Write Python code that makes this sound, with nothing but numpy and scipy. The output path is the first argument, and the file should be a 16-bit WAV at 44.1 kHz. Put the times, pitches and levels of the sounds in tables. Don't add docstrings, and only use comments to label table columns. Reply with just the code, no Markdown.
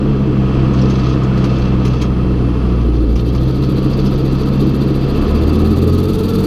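import sys
import numpy as np
from scipy import signal
from scipy.fft import rfft, irfft
from scipy.io import wavfile

SR = 44100
rng = np.random.default_rng(int(sys.argv[2]) if len(sys.argv) > 2 else 0)


def master(y):
    cut = np.clip(np.atleast_2d(y).T, -1, 1)
    pcm = np.round(cut * 32767)
    wavfile.write(sys.argv[1], SR, pcm.astype(np.int16))


N = 284886
T = np.arange(N) / SR

# (frequency [Hz], relative level [dB])
CAB_SPECTRUM = [(120, -29), (190, -5.5), (225, 1), (255, -2.5), (310, 2), (355, -4), (440, -7.5),
                (510, -8.5), (580, -20), (900, -30.5), (3000, -70.5)]
# (centre [Hz], width [Hz], lift [dB])
CAB_MODES = [(436.5, 30, 2.5), (605, 30, -2), (276, 73, 0.5)]
# (centre [Hz], width [Hz], lift [dB])
HOUSING_MODES = [(2658, 90, 4), (3390, 130, 1.5), (3660, 200, -4), (4490, 140, 1), (5470, 280, -3.5),
                 (6000, 74, 5), (7700, 180, 4), (10400, 400, 5.5)]


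def exhaust(firing_hz, free_hz=70.74, fade_db_per_hz=2.0, waver_db=1.08):
    orders = [.5, 1, 1.5, 2, 3]
    orders_db = [2.5, 1, -3, -0.5, -9.5]
    # (frequency [Hz], gain [dB])
    boom = [(34, -22.5), (47, -33.5), (58, -13.5), (67.5, -25), (73, -15), (88, -16.5), (97, -23),
            (118, -22.5), (129, -14.5), (136, -17), (144, -27.5), (172, -28.5), (190, -19.5), (280, -31)]
    firings, drone = turns_of(firing_hz), np.zeros(N)
    fade_db = np.clip(fade_db_per_hz * (free_hz - firing_hz), 0, 23)
    for k, order_db in zip(orders, orders_db):
        db = order_db + np.interp(k * firing_hz, *np.transpose(boom)) - (fade_db if k % 1 else 0)
        gain = np.sqrt(2) * amp(db + waver_db * wander(4.7))
        drone += gain * np.cos(2 * np.pi * (k * firings + rng.random()))
    return drone


def combustion(firing_hz, effort_db, roar_depth=0.17, clatter_depth=0.13, uneven_db=-0.25):
    # (firing rate [Hz], level [dB])
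    roar_by_speed = [(57, -20.5), (64, -20), (72, -16), (86, -17), (95, -19.5)]
    # (frequency [Hz], relative level [dB])
    clatter_spectrum = [(350, -30.5), (560, -1), (700, 5.5), (800, -4), (1000, -1.5), (1150, 0.5),
                        (1350, -3), (1500, -5), (1800, -9), (2400, -21), (5000, -44.5), (15000, -72)]
    rumble_spectrum = [(8, -51.5), (25, -0.5), (45, -3.5), (80, -10.5), (150, -0.5), (220, -11),
                       (400, -27.5), (900, -66)]
    # (centre [Hz], width [Hz], lift [dB])
    block_modes = [(1266.5, 59, 8), (1138, 34, 3.5), (1006, 13, 5.5), (700, 54, -3), (608, 32, -5),
                   (1547, 80, -4.5)]
    firings = turns_of(firing_hz)
    crank_turns = firings / 3
    cylinder_gain = amp(uneven_db * (np.cos(2 * np.pi * crank_turns) + np.sin(np.pi * firings)))
    beat = np.cos(2 * np.pi * firings)
    puffs = rng.standard_normal(N) * cylinder_gain * (1 + roar_depth * beat)
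    roar_db = np.interp(firing_hz, *np.transpose(roar_by_speed))
    roar = amp(roar_db) * unit(colour(puffs, CAB_SPECTRUM, CAB_MODES))
    one_turn = rng.standard_normal(2048)
    repeating = one_turn[(crank_turns % 1 * len(one_turn)).astype(int)]
    knocks = (rng.standard_normal(N) + amp(-8) * repeating) * cylinder_gain * (1 + clatter_depth * beat)
    clatter = amp(effort_db - 3) * unit(colour(knocks, clatter_spectrum, block_modes))
    rumble = amp(-22) * colour(rng.standard_normal(N), rumble_spectrum)
    return roar + clatter + rumble


def throb(shaft_hz, depth_db=0.73, peak_turn=0.11):
    return amp(depth_db * np.cos(2 * np.pi * (turns_of(shaft_hz) - peak_turn)))


def hay(firings, effort_db, contact, trickle_db=-58, shaken_db=-49, edge_s=0.025):
    # (start [s], length [s], chaff level [dB])
    wads = [(0.725, 0.41, -41), (1.355, 0.32, -47), (1.792, 0.27, -43), (3.6, .5, -57)]
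    # (frequency [Hz], relative level [dB])
    hiss_spectrum = [(1000, -27.5), (2000, -4.5), (2700, 2.5), (3800, -6), (4600, -7), (5400, -11.5),
                     (6500, -21), (8000, -26), (11000, -37.5), (15000, -39.5)]
    tick_spectrum = [(1500, -11.5), (3000, 8), (4500, 6), (6500, -3.5), (7300, -29), (11000, -26.5),
                     (15000, -39.5)]
    chaff_gain = amp(trickle_db) + amp(shaken_db) * contact
    for start_s, length_s, db in wads:
        inside_s = np.minimum(T - start_s, start_s + length_s + edge_s - T)
        chaff_gain += amp(db) * np.clip(inside_s / edge_s, 0, 1)
    beat = 1 + 0.036 * np.cos(2 * np.pi * firings)
    rush = unit(rng.standard_normal(N) * amp(0.5 * wander(35)) * beat)
    ticks = unit(grains(per_s=2800, spread_db=3) * amp(3 * wander(34)))
    hiss = colour(amp(effort_db - 11) * rush, hiss_spectrum, HOUSING_MODES)
    chaff = colour(chaff_gain * ticks, tick_spectrum, HOUSING_MODES)
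    return sheet_steel(hiss + chaff, ring_db=-13.5, t60_s=0.048)


def strikes(rise_s=0.0013, t60_s=0.076, thud_db=6):
    # (time [s], relative crack level [dB], relative clink level [dB], clink pitch [Hz])
    hits = [(.734, -37, -44, 6170), (.814, -39, -36, 5300), (.897, -29, -36.5, 6130),
            (.992, -42, -35, 4550), (1.088, -37, -46, 6160), (1.233, -31.5, -45, 6400),
            (1.374, -30, -38, 4550), (1.44, -23, -33, 4400), (1.582, -33, -44, 5900),
            (1.617, -40, -42, 4530), (1.85, -20.5, -44, 4500), (1.877, -33, -43, 6050),
            (1.931, -31, -38, 4430), (2.013, -22.5, -37, 4520), (2.018, -28.5, -34, 6160),
            (3.156, -26.5, -41, 5700), (3.19, -32, -37, 4170), (3.348, -26, -39, 4550),
            (3.635, -38, -32, 4420), (3.779, -40, -36, 4450), (3.93, -43, -35, 4820),
            (3.988, -35, -35, 4500), (4.059, -39, -29, 4800)]
    # (multiple of pitch, relative level [dB], t60 [s])
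    clink_modes = [(.74, -1, 0.011), (.89, 0, 0.023), (1, 2, 0.036), (1.06, -2, 0.021)]
    # (frequency [Hz], relative level [dB])
    crack_spectrum = [(300, -14), (1200, 13), (2000, -7), (2900, 5), (3700, -3), (4600, 0.5), (6300, -10),
                      (7500, -21), (11000, -20), (15000, -19.5)]
    cracks, clinks, t = np.zeros(N), np.zeros(N), T[:SR // 4]
    blows = grains(per_s=6400, spread_db=0)
    for start_s, crack_db, clink_db, hz in hits:
        span = slice(round(start_s * SR), round(start_s * SR) + len(t))
        shower = blows[span] * amp(-60 * t / t60_s) * (1 - np.exp(-t / rise_s))
        ring = sum(amp(db - 60 * t / mode_t60_s) * np.sin(2 * np.pi * ratio * hz * t)
                   for ratio, db, mode_t60_s in clink_modes)
        ring /= np.linalg.norm(ring)
        cracks[span] += amp(crack_db) * shower
        clinks[span] += amp(clink_db + 3) * signal.fftconvolve(shower, ring)[:len(t)]
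    housing = sheet_steel(colour(cracks, crack_spectrum, HOUSING_MODES), ring_db=2, t60_s=0.07)
    thuds = amp(thud_db) * colour(cracks, CAB_SPECTRUM, CAB_MODES)
    return housing + thuds + clinks


def rubbing(shaft_hz, speed_octaves, contact, uneven_db=2.0):
    # (position [turns], relative level [dB])
    rub_cycle = [(0, 0.5), (.07, -0.5), (.15, -3), (.24, 3), (.37, -10), (.55, -13), (.71, -13), (.77, -1),
                 (.86, 0), (1, 2.5)]
    # (frequency [Hz], relative level [dB])
    sizzle_spectrum = [(3000, -23.5), (6000, -1), (8000, -2.5), (10000, -2), (12500, -1), (13500, 3.5),
                       (15000, -2)]
    rattle_spectrum = [(1200, -24), (2500, -2.5), (3600, 4), (4700, 0.5), (5300, -14.5), (7000, -23),
                       (10000, -32), (15000, -46.5)]
    # (centre [Hz], width [Hz], lift [dB])
    guard_modes = [(2820, 130, 4.5), (3040, 170, -21), (3530, 100, 6.5), (4160, 150, 7.5), (4640, 93, 13.5),
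                   (7200, 200, -1.5), (9930, 130, 1), (10260, 120, 5), (12300, 180, 7.5), (13800, 700, -10)]
    rattle_db, sizzle_db = -42.5 + 7.5 * speed_octaves, -51 + 20 * speed_octaves
    stroke_db = np.interp(turns_of(shaft_hz) % 1, *np.transpose(rub_cycle)) + uneven_db * wander(45)
    shake = unit(amp(0.54 * stroke_db)) * grains(per_s=5000, spread_db=-0.5)
    slips = unit(amp(stroke_db)) * grains(per_s=13000, spread_db=3.5)
    rattle = colour(shake, rattle_spectrum, guard_modes)
    sizzle = sheet_steel(colour(slips, sizzle_spectrum, guard_modes), ring_db=-11, t60_s=0.05)
    bite = sets_in(mid_s=2.95, ease_s=0.12)
    return contact * amp(rattle_db) * rattle + bite * amp(sizzle_db) * sizzle


def gear(shaft_hz, speed_octaves, teeth=22, waver_db=2, jitter_rad=0.5):
    # (relative level [dB], once-a-turn phase swing [rad])
    harmonics = [(-1.5, 0.83), (-23, 0.55), (-19.5, 2.1)]
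    level_db = -29.5 + 15.5 * speed_octaves
    shaft_rad = 2 * np.pi * turns_of(shaft_hz)
    whine = np.zeros(N)
    for k, (db, swing_rad) in enumerate(harmonics, 1):
        phase = k * teeth * shaft_rad + swing_rad * np.sin(shaft_rad) + jitter_rad * wander(12)
        whine += np.sqrt(2) * amp(level_db + db + waver_db * wander(15)) * np.sin(phase)
    return whine


def fan(waver_db=1.0):
    # (time [s], pitch [Hz], level [dB])
    blade_tone = [(0, 209, -19), (.55, 196.7, -20), (1.45, 194.5, -20), (2.7, 185, -24.5),
                  (3.05, 173.3, -35.5), (3.9, 197.3, -20.5), (5.1, 205.6, -24), (5.95, 219, -19),
                  (6.46, 232, -24)]
    hz, db = curves(blade_tone)
    return np.sqrt(2) * amp(db + waver_db * wander(9)) * np.sin(2 * np.pi * turns_of(hz))


def turbo(width_hz=520):
    # (time [s], pitch [Hz], level [dB])
    whistle = [(0, 5700, -68), (.55, 6280, -71), (1.2, 8100, -87), (2.2, 9550, -65), (2.7, 10500, -64),
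               (3.5, 10850, -69), (4.5, 8400, -82), (5.3, 9550, -71), (5.9, 12400, -68)]
    hz, db = curves(whistle)
    phase = 2 * np.pi * turns_of(hz)
    return amp(db) * (wander(width_hz / 2) * np.cos(phase) + wander(width_hz / 2) * np.sin(phase))


def sheet_steel(x, ring_db, t60_s):
    t = T[:SR // 8]
    ring = rng.standard_normal(len(t)) * amp(-60 * t / t60_s)
    ringing = signal.oaconvolve(x, ring / np.linalg.norm(ring))[:N]
    return (x + amp(ring_db) * ringing) / np.hypot(1, amp(ring_db))


def colour(x, spectrum, modes=()):
    size = 8192
    f = abs(np.fft.fftfreq(size, 1 / SR))
    hz, level_db = np.transpose(spectrum)
    db = np.interp(np.log(f + 1), np.log(hz), level_db)
    for centre_hz, width_hz, lift_db in modes:
        db += lift_db / (1 + (2 * (f - centre_hz) / width_hz) ** 2)
    log_response = np.conj(signal.hilbert(np.log(amp(db))))
    impulse = np.fft.ifft(np.exp(log_response)).real[:size // 2]
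    return signal.oaconvolve(x, impulse / np.linalg.norm(impulse))[:N]


def grains(per_s, spread_db):
    size = amp(spread_db * np.minimum(rng.exponential(1, N), 4))
    return unit(size * rng.choice([-1, 1], N) * (rng.random(N) < per_s / SR))


def wander(hz):
    f = np.fft.rfftfreq(N, 1 / SR)
    return unit(irfft(rfft(rng.standard_normal(N)) * np.exp(-.5 * (f / hz) ** 2), N))


def sets_in(mid_s, ease_s):
    return 1 / (1 + np.exp((mid_s - T) / ease_s))


def curves(table):
    times_s, *columns = np.transpose(table)
    return [np.interp(T, times_s, column) for column in columns]


def turns_of(hz):
    return np.cumsum(hz) / SR


def amp(db):
    return 10 ** (np.asarray(db) / 20)


def unit(x):
    return x / np.sqrt(np.mean(x ** 2) + 1e-20)


def scene(shaft_turns_per_firing=0.2134, working_hz=67):
    # (time [s], firing rate [Hz])
    speed = [(0, 68.38), (.2, 67.46), (.45, 64.64), (1, 64.8), (2.4, 62), (2.8, 59.96), (3.05, 56.66),
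             (3.55, 65.8), (3.8, 67), (5.05, 67.8), (5.2, 70.3), (6.2, 94), (6.46, 94.8)]
    # (time [s], relative level [dB])
    effort = [(.33, -30.5), (.55, -27), (1.55, -27), (2, -30), (2.15, -31), (2.7, -30.5), (3.05, -36),
              (3.8, -31), (4.9, -31), (5.25, -27.5), (6.1, -33), (6.46, -31)]
    (firing_hz,), (effort_db,) = curves(speed), curves(effort)
    shaft_hz = shaft_turns_per_firing * firing_hz
    speed_octaves = np.log2(firing_hz / working_hz)
    contact = sets_in(mid_s=3.02, ease_s=0.3)
    tractor = exhaust(firing_hz) + throb(shaft_hz) * combustion(firing_hz, effort_db) + fan() + turbo()
    drive = gear(shaft_hz, speed_octaves) + rubbing(shaft_hz, speed_octaves, contact)
    mill = hay(turns_of(firing_hz), effort_db, contact) + strikes()
    return (tractor + drive + mill)[None]


def record(dry):
    ceiling, cutoff_hz = 0.95, 15350
    rounded = dry / (1 + (dry / ceiling) ** 8) ** (1 / 8)
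    lowpass = signal.firwin(511, cutoff_hz, window=("kaiser", 9), fs=SR)
    return signal.oaconvolve(rounded, lowpass[None], "same")


dry = scene()
out = record(dry)
master(out)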